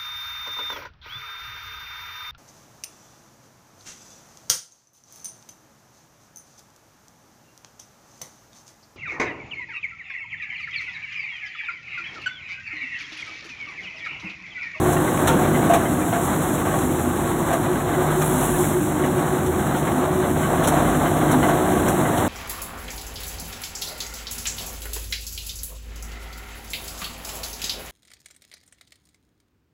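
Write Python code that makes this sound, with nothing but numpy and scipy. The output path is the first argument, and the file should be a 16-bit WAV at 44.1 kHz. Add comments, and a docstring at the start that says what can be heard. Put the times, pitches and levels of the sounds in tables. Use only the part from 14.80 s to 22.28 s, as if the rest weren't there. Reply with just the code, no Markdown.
"""Thresher in an open field

A tractor-driven thresher, heard close up from its feed tray. Under it all the blower rumbles,
the diesel drones, the shafts hum and the steel hood booms. Chaff hisses, an armful rustles in,
stalks crack, stems clank on the sieve and clods clack on the feed roller.
In front, crop roars through the drum, thumping the casing and setting its panels ringing."""
import sys
import numpy as np
from scipy import signal
from scipy.fft import rfft, irfft
from scipy.io import wavfile

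SR = 44100
rng = np.random.default_rng(int(sys.argv[2]) if len(sys.argv) > 2 else 0)


def log_audio(samples):
    """Write samples as a 16-bit WAV file to the path given in sys.argv[1]."""
    # one column per channel
    frames = np.atleast_2d(samples).T
    # limit to full scale, then quantise
    limited = np.clip(frames, -1, 1)
    pcm = np.round(limited * 32767).astype(np.int16)
    wavfile.write(sys.argv[1], SR, pcm)


N = 329868
TIME = np.arange(N) / SR
FREQ = np.arange(N // 2 + 1) * SR / N


def undb(db):
    """Decibels to gain."""
    return 10 ** (np.asarray(db) / 20)


def unit(x):
    """Scale to rms 1."""
    return x / np.sqrt(np.mean(x ** 2))


def curve(table):
    """Automation: straight lines through (time, value) points."""
    return np.interp(TIME, *np.transpose(table))


def colour(x, spectrum):
    """EQ x through (frequency, gain) points, at rms 1."""
    hz, db = np.transpose(spectrum)
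    gain = undb(np.interp(np.log(FREQ + 1), np.log(hz), db))
    return unit(irfft(rfft(x) * gain, N))


def walk(rate):
    """Smooth random motion at rms 1, changing about rate times a second."""
    return unit(irfft(rfft(rng.standard_normal(N)) * np.exp(-(FREQ / rate) ** 2), N))


def grains(rate, spread_db):
    """Tiny random impacts, rate a second, scattered in size by spread_db."""
    size = undb(spread_db * np.minimum(rng.exponential(size=N), 4))
    hits = rng.random(N) < rate / SR
    return unit(hits * size * np.sign(rng.standard_normal(N)))


def tone(hz, drift_hz, flutter_db):
    """A machine tone, a little unsteady in pitch and level."""
    phase = np.cumsum(hz + drift_hz * walk(4.01)) / SR + rng.random()
    return unit(np.sin(2 * np.pi * phase) * undb(flutter_db * walk(2.1)))


def swells(table, half_s):
    """Envelope of bell-shaped swells around (time, level) peaks."""
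    return sum(undb(db) * np.exp(-((TIME - s) / half_s) ** 2) for s, db in table)


def bursts(times, levels_db, lengths, rise_s):
    """Envelope of brief bursts: each builds, holds for its length and dies away."""
    envelope = np.zeros(N)
    for s, db, length in zip(times, levels_db, lengths):
        age = np.maximum(TIME - s, 0)
        envelope += undb(db) * (1 - np.exp(-age / rise_s)) / (1 + (age / length) ** 3)
    return envelope


def ring(x, modes):
    """Steel driven by x rings in its (frequency, width, level) modes, at rms 1."""
    response = sum(undb(db) * 1j * FREQ * width / (hz ** 2 - FREQ ** 2 + 1j * FREQ * width)
                   for hz, width, db in modes)
    return unit(irfft(rfft(x) * response, N))


def strike(modes, length_s):
    """One blow on steel: its modes start together and die away."""
    age = TIME[TIME < length_s]
    return sum(undb(db) * np.exp(-np.pi * width * age) * np.sin(2 * np.pi * hz * age)
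               * rng.choice([-1, 1]) for hz, width, db in modes)


def add(out, s, sound):
    """Mix a sound into out at s seconds."""
    start = int(s * SR)
    out[start:start + len(sound)] += sound[:N - start]


# Low, airy body of the blower: (frequency [Hz], gain [dB])
BLOWER_EQ = [(20, -52), (42, -35), (62, -12), (85, -7.5), (120, -2.5), (240, -2.5), (320, -2), (430, -11),
             (700, -18.5), (2000, -38)]
# Fader ride on its rumble: (time [s], level [dB])
BLOWER_LEVEL = [(0, -23), (.33, -22.5), (.45, -23.5), (.56, -19.5), (.85, -21), (1.15, -24.5), (2.9, -26.5),
                (5.3, -25), (6.1, -23.5), (7.48, -22.5)]

def blower(firing_hz, cylinders=4, throb_db=1):
    """Churned air rumbles, throbbing once in each engine cycle."""
    cycle = np.cumsum(firing_hz) / SR / cylinders
    throb = undb(throb_db * np.cos(2 * np.pi * cycle))
    return undb(curve(BLOWER_LEVEL)) * colour(rng.standard_normal(N) * throb, BLOWER_EQ)


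# Slight wander of the engine speed: (time [s], firing rate [Hz])
FIRING_RATE = [(0, 50.8), (2.5, 50.98), (3.6, 50.65), (4.6, 51.07), (5.9, 50.94), (7.48, 50.54)]
# Harmonics of the drone: (multiple of the firing rate, level [dB])
EXHAUST_HARMONICS = [(1, -40.5), (2, -41), (3, -30.5), (4, -40), (5, -42), (6, -33), (10, -44.5)]
# Fader ride on the drone: (time [s], gain [dB])
EXHAUST_GAIN = [(0, 5), (.65, 3), (1.2, -2), (2.2, -3.5), (3.2, -1), (3.9, 0), (5.1, -4), (6.1, 4.5),
                (7.48, -1)]

def diesel(firing_hz):
    """The muffled exhaust drones on low harmonics of the firing rate."""
    drone = sum(undb(db) * tone(k * firing_hz, drift_hz=0.092 * k, flutter_db=3)
                for k, db in EXHAUST_HARMONICS)
    return undb(curve(EXHAUST_GAIN)) * drone


# Hum of the turning parts: (frequency [Hz], level [dB])
SHAFT_TONES = [(58.5, -47.5), (82.8, -37.5), (139.3, -39.5), (178.3, -44), (302, -42.5), (335, -36.5)]

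def shafts():
    """The belt-driven drum, fans and shafts hum, each at its own pitch."""
    return sum(undb(db) * tone(hz, drift_hz=0.00374 * hz, flutter_db=4) for hz, db in SHAFT_TONES)


# Sustained boom of the hood: (time [s], level [dB])
HOOD_LEVEL = [(0, -28), (1.1, -34), (2.6, -31.5), (2.9, -30.5), (4.7, -31), (5.1, -29.5), (5.9, -32),
              (6.7, -27.5), (7.48, -34.5)]
# Close tones that beat inside the boom: (frequency [Hz], relative level [dB])
HOOD_TONES = [(356.6, 3.5), (369.5, -1)]
# The hood swelling into resonance: (peak time [s], level [dB])
HOOD_SURGES = [(.075, -24), (2.92, -21), (3.19, -20.5), (3.385, -18.5), (3.52, -22), (3.72, -23),
               (3.815, -20), (3.975, -19.5), (4.22, -21), (4.29, -23.5), (4.38, -19), (4.535, -22),
               (4.69, -19), (4.785, -20.5), (5.39, -24.5), (6.94, -23)]

def hood():
    """Shaken by the shafts, the hood booms: its main tone surges while close tones beat against it."""
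    boom_db = curve(HOOD_LEVEL)
    beating = unit(sum(undb(db) * tone(hz, drift_hz=1.19, flutter_db=2.5) for hz, db in HOOD_TONES))
    surging = np.hypot(undb(boom_db - 1), swells(HOOD_SURGES, half_s=0.025))
    return undb(boom_db - 4.5) * beating + surging * tone(366, drift_hz=3.07, flutter_db=1.8)


# Crop dragging along the side panel: (peak time [s], level [dB])
PANEL_DRAGS = [(.79, -22), (1.15, -25.5), (2.28, -23.5), (3.57, -23), (4.30, -30), (5.18, -25),
               (6.56, -20.5)]

def side_panel(load_db):
    """Sheet steel sings one low note under load, swelling as crop drags along it."""
    envelope = np.hypot(undb(-36 + 0.58 * load_db), swells(PANEL_DRAGS, half_s=0.041))
    return envelope * tone(252.2, drift_hz=2.665, flutter_db=1.5)


# Fader ride on the chaff: (time [s], level [dB])
CHAFF_LEVEL = [(0, -33), (1.15, -35.5), (1.45, -32.5), (3.05, -37), (3.75, -29.5), (4.15, -35.5),
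               (5.3, -38), (5.85, -34.5), (7.48, -34.5)]
# Its dry, wide hiss: (frequency [Hz], gain [dB])
CHAFF_EQ = [(1000, 10), (2600, -8.5), (3400, -1.5), (4300, -4.5), (5800, -4), (7400, 4.5), (10200, 3.5),
            (13000, 1), (15700, -6)]

def chaff():
    """Dry chaff flies off the drum in a flickering hiss with a faint crackle."""
    hiss = rng.standard_normal(N) + undb(-13) * grains(rate=800, spread_db=3.5)
    return colour(hiss, CHAFF_EQ) * undb(curve(CHAFF_LEVEL) + 3 + walk(22))


# Fade in and out of the armful's slide: (time [s], level [dB])
ARMFUL_LEVEL = [(3.37, -51), (3.46, -30), (3.8, -30), (3.95, -38), (4.2, -60)]
# Colour of its rustle: (frequency [Hz], gain [dB])
ARMFUL_EQ = [(300, -13), (800, 16), (1200, 10), (2500, -6), (3500, -2), (6000, -7), (10000, 7), (15500, -4)]

def armful():
    """Stems scrape and dry leaves rustle as a fresh armful slides onto the tray."""
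    rustle = grains(rate=1600, spread_db=3) * undb(1.5 * walk(25))
    return undb(curve(ARMFUL_LEVEL)) * colour(rustle, ARMFUL_EQ)


# Stalks cracking in the feed: (time [s], snap level [dB], crunch level [dB], length [s])
STALK_CRACKS = [(0.123, -30, -43, 0.018), (0.471, -21.5, -19, 0.023), (0.5, -45, -33, 0.035),
                (0.933, -26, -27, 0.027), (1.988, -30, -50, 0.0048), (2.729, -29, -39, 0.013),
                (3.416, -27, -28, 0.012), (3.61, -24, -36, 0.004), (3.788, -17, -45, 0.002),
                (4.261, -29, -45, .003), (4.66, -33, -33, 0.017), (4.96, -38, -35, 0.041),
                (5.833, -31, -27, 0.029), (5.872, -21.5, -23.5, 0.02), (6.511, -28.5, -31, 0.023),
                (7.079, -28, -31, 0.024), (7.372, -35, -27.5, 0.028)]
# Bright top of a crack: (frequency [Hz], gain [dB])
SNAP_EQ = [(1500, -42), (4000, 4.5), (7500, 7), (11000, 7), (16000, -1.5)]
# Dull body of a crack: (frequency [Hz], gain [dB])
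CRUNCH_EQ = [(300, 12), (900, 7.5), (2000, -5), (3600, 5), (6000, -6), (16000, -42)]

def stalks():
    """A breaking stalk is a tight burst of splinters: a bright snap over a dull crunch."""
    times, snap_db, crunch_db, lengths = np.transpose(STALK_CRACKS)
    bright = colour(grains(rate=5400, spread_db=0.5), SNAP_EQ)
    dull = colour(grains(rate=5000, spread_db=1.5), CRUNCH_EQ)
    snaps = bursts(times, snap_db + 1.5, lengths, rise_s=0.0021) * bright
    crunches = bursts(times, crunch_db + 2, lengths, rise_s=0.0052) * dull
    return snaps + crunches


# Ring of a sieve bar: (multiple of its pitch, width [Hz], level [dB])
BAR_MODES = [(0.27, 70, -4.5), (0.56, 60, -4), (0.78, 65, -1.5), (0.89, 130, -6), (1, 45, -2.5),
             (1.09, 110, -10), (1.5, 65, -7.5), (1.73, 120, -19)]

def clank(pitch_hz, bounces=4, gap_s=0.0058, step_db=-1.5, detune=0.018):
    """A stem skips along a sieve bar in weakening bounces, each at a slightly different pitch."""
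    out = np.zeros(SR // 8)
    gaps = gap_s * rng.uniform(0.6, 1.4, size=bounces)
    for k, s in enumerate(np.cumsum(gaps) - gaps[0]):
        hz = pitch_hz * (1 + detune * rng.uniform(-1.04, 1))
        modes = [(multiple * hz, width, db) for multiple, width, db in BAR_MODES]
        add(out, s, undb(k * step_db) * strike(modes, length_s=0.035))
    return out


# Fader ride on the bed of light stems: (time [s], level [dB])
CLATTER_LEVEL = [(0, -34), (1.9, -40.5), (2.7, -41), (3.6, -40), (4.6, -43), (6.0, -43), (7.48, -40)]
# Accents from hard stems: (time [s], level [dB], pitch [Hz])
SIEVE_CLANKS = [(0.475, -21, 2180), (0.638, -27, 2330), (0.936, -23, 2390), (1.055, -24, 2080),
                (1.218, -27, 2350), (1.335, -26, 2170), (1.653, -32, 2160), (3.136, -24, 2010),
                (3.417, -20, 1590), (3.742, -25, 1730), (4.237, -24, 1960), (5.072, -26, 2140),
                (5.632, -23, 2010), (5.78, -30, 2020), (6.06, -26, 2020), (6.259, -22.5, 2020),
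                (6.49, -23, 2060), (6.629, -18.5, 2010), (6.685, -32, 2100), (7.253, -21.5, 1940)]

def sieve(stems=260, centre_hz=1594, range_octaves=0.931, range_db=12):
    """Single loud clanks stand out from a loose clatter of lighter stems, each at its own pitch."""
    accents, clatter = np.zeros(N), np.zeros(N)
    for when, strength, pitch in rng.random((stems, 3)):
        pitch_hz = centre_hz * 2 ** (range_octaves * (pitch - 0.5))
        add(clatter, when * N / SR, undb(range_db * strength) * clank(pitch_hz))
    for s, db, pitch_hz in SIEVE_CLANKS:
        add(accents, s, undb(db - 2.7) * clank(pitch_hz))
    return accents + undb(curve(CLATTER_LEVEL)) * unit(clatter)


# Clods hitting a roller spike, some with a rebound: (time [s], level [dB], brightness [Hz])
ROLLER_CLACKS = [(0.474, -18, 7000), (.482, -22, 7000), (.497, -17, 2500), (.553, -16.5, 900),
                 (1.329, -22, 4000), (3.545, -19, 1000), (4.949, -23, 3500), (5.876, -21, 6000),
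                 (6.629, -22, 4000), (6.684, -23, 4000)]
# Ring of the feed roller: (frequency [Hz], width [Hz], level [dB])
ROLLER_MODES = [(507, 13, -8.5), (905, 5, -5.5), (1347, 18, -7.5), (1430, 24, -2), (1830, 23, -11),
                (2400, 28, -22), (3225, 40, -11), (3650, 51, -15), (4130, 35, -10)]

def roller():
    """A hard blow rings all the roller's modes in a metal clack; a soft one wakes only the low ones."""
    out = np.zeros(N)
    for s, db, bright_hz in ROLLER_CLACKS:
        modes = [(hz, width, mode_db - 10 * np.log10(1 + (hz / bright_hz) ** 4))
                 for hz, width, mode_db in ROLLER_MODES]
        add(out, s, undb(db) * strike(modes, length_s=0.5))
    return out


# Hits from wads of crop: (time [s], casing level [dB], drum cover level [dB], length [s])
WAD_THUMPS = [(0.058, -25, -28, 0.082), (0.49, -26, -38, 0.099), (0.894, -20.5, -16, 0.061),
              (.934, -24, -30, 0.033), (1.323, -23, -21, 0.023), (1.353, -27.5, -18, 0.039),
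              (1.85, -24, -29, 0.059), (1.938, -25, -23, 0.031), (2.703, -26, -20, 0.032),
              (2.727, -24, -21, 0.037), (3.071, -29.5, -23, 0.044), (4.243, -25.5, -43, 0.041),
              (4.94, -25, -35, 0.014), (5.915, -25, -19, 0.06), (6.087, -35, -18.5, 0.04),
              (6.63, -20, -32, 0.027), (6.685, -21.5, -20, 0.039)]
# Hollow ring of the steel casing: (frequency [Hz], width [Hz], level [dB])
CASING_MODES = [(494, 28, -4.5), (604, 64, -1), (737, 28, 0), (788, 56, 0.5), (880, 17, -10), (1107, 29, 2),
                (1532, 39, -5)]

def thumps():
    """Wads of crop thump the casing: bursts of hollow ring with some of the drum's roar in them."""
    times, casing_db, _, lengths = np.transpose(WAD_THUMPS)
    hollow = ring(rng.standard_normal(N), CASING_MODES)
    roar = colour(rng.standard_normal(N), ROAR_EQ)
    return bursts(times, casing_db - 1.5, lengths, rise_s=0.0016) * (hollow + undb(-5) * roar)


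# Ring of the drum cover: (frequency [Hz], width [Hz], level [dB])
COVER_MODES = [(694.3, 12, -2), (724.5, 9.4, -9), (653.5, 9.3, -8), (1122, 24, -17)]

def drum_cover(load_db):
    """The sheet-steel cover rings roughly at each thump and buzzes harder as the load grows."""
    times, _, cover_db, lengths = np.transpose(WAD_THUMPS)
    blows = bursts(times, cover_db - 2, lengths, rise_s=0.0057)
    singing = sum(undb(db) * tone(hz, drift_hz=width / 2, flutter_db=2.5)
                  for hz, width, db in COVER_MODES)
    rough = unit(singing * undb(2.2 * walk(55)))
    buzz = ring(grains(rate=300, spread_db=0.5), COVER_MODES)
    return blows * rough + undb(-34 + 1.6 * load_db) * buzz


# Mid-heavy roar of crop in the drum: (frequency [Hz], gain [dB])
ROAR_EQ = [(40, -55), (150, -30), (380, -2.5), (650, -0.5), (1000, -1.5), (1500, -7), (2050, -14),
           (2550, -29), (3900, -17), (7000, -45), (16000, -49)]

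def drum(load_db):
    """Beaters thrash the crop in uneven gulps; stems and grain pelt the casing."""
    thrashing = grains(rate=6000, spread_db=1.5) * undb(1.4 * walk(11) + 1.43 * walk(11.5))
    roar = colour(thrashing, ROAR_EQ)
    pelting = ring(grains(rate=450, spread_db=0) * undb(1.2 * walk(9.7)), CASING_MODES)
    gulps_db = 0.3 * walk(1.3)
    return undb(0.8 * load_db + gulps_db) * (undb(-28) * roar + undb(-31.5) * pelting)


# How hard the crop loads the drum, played relative to its mean: (time [s], level [dB])
CROP_LOAD = [(0, -27), (0.33, -24), (0.88, -23.5), (1.15, -26), (1.9, -27), (2.25, -28.5), (3.2, -26.5),
             (3.6, -26), (3.98, -30.5), (4.3, -26), (4.7, -28), (5.05, -24.5), (5.4, -26.5), (5.94, -21),
             (6.4, -22), (6.7, -22), (7.48, -24)]

def scene():
    """One load curve rides panels and drum together over the machine bed; close, with no echo."""
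    load_db = curve(CROP_LOAD)
    load_db -= load_db.mean()
    firing_hz = curve(FIRING_RATE)
    bed = diesel(firing_hz) + blower(firing_hz) + shafts() + hood()
    panels = side_panel(load_db) + drum_cover(load_db)
    crop = drum(load_db) + thumps() + sieve() + roller() + chaff() + armful() + stalks()
    return (bed + panels + crop)[None]


# Hollows in the microphone's treble: (frequency [Hz], width [Hz], depth [0-1])
TREBLE_DIPS = [(9210, 490, 0.66), (11420, 600, 0.55), (13600, 850, 0.7)]

def record(dry, low_cut_hz=42, high_cut_hz=15750):
    """The microphone loses the deepest bass, has a null and hollows in the treble, and a steep top cut."""
    response = 1 / np.sqrt(1 + (low_cut_hz / (FREQ + 1)) ** 8)
    null = (4801, 977, 1)  # applied twice for a broader notch
    for hz, width, depth in [null, null, *TREBLE_DIPS]:
        response *= 1 - depth / (1 + (2 * (FREQ - hz) / width) ** 2)
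    low_pass = signal.ellip(12, 0.1, 80, high_cut_hz, fs=SR, output="sos")
    return signal.sosfilt(low_pass, irfft(rfft(dry) * response, N))


dry = scene()
out = record(dry)
log_audio(out)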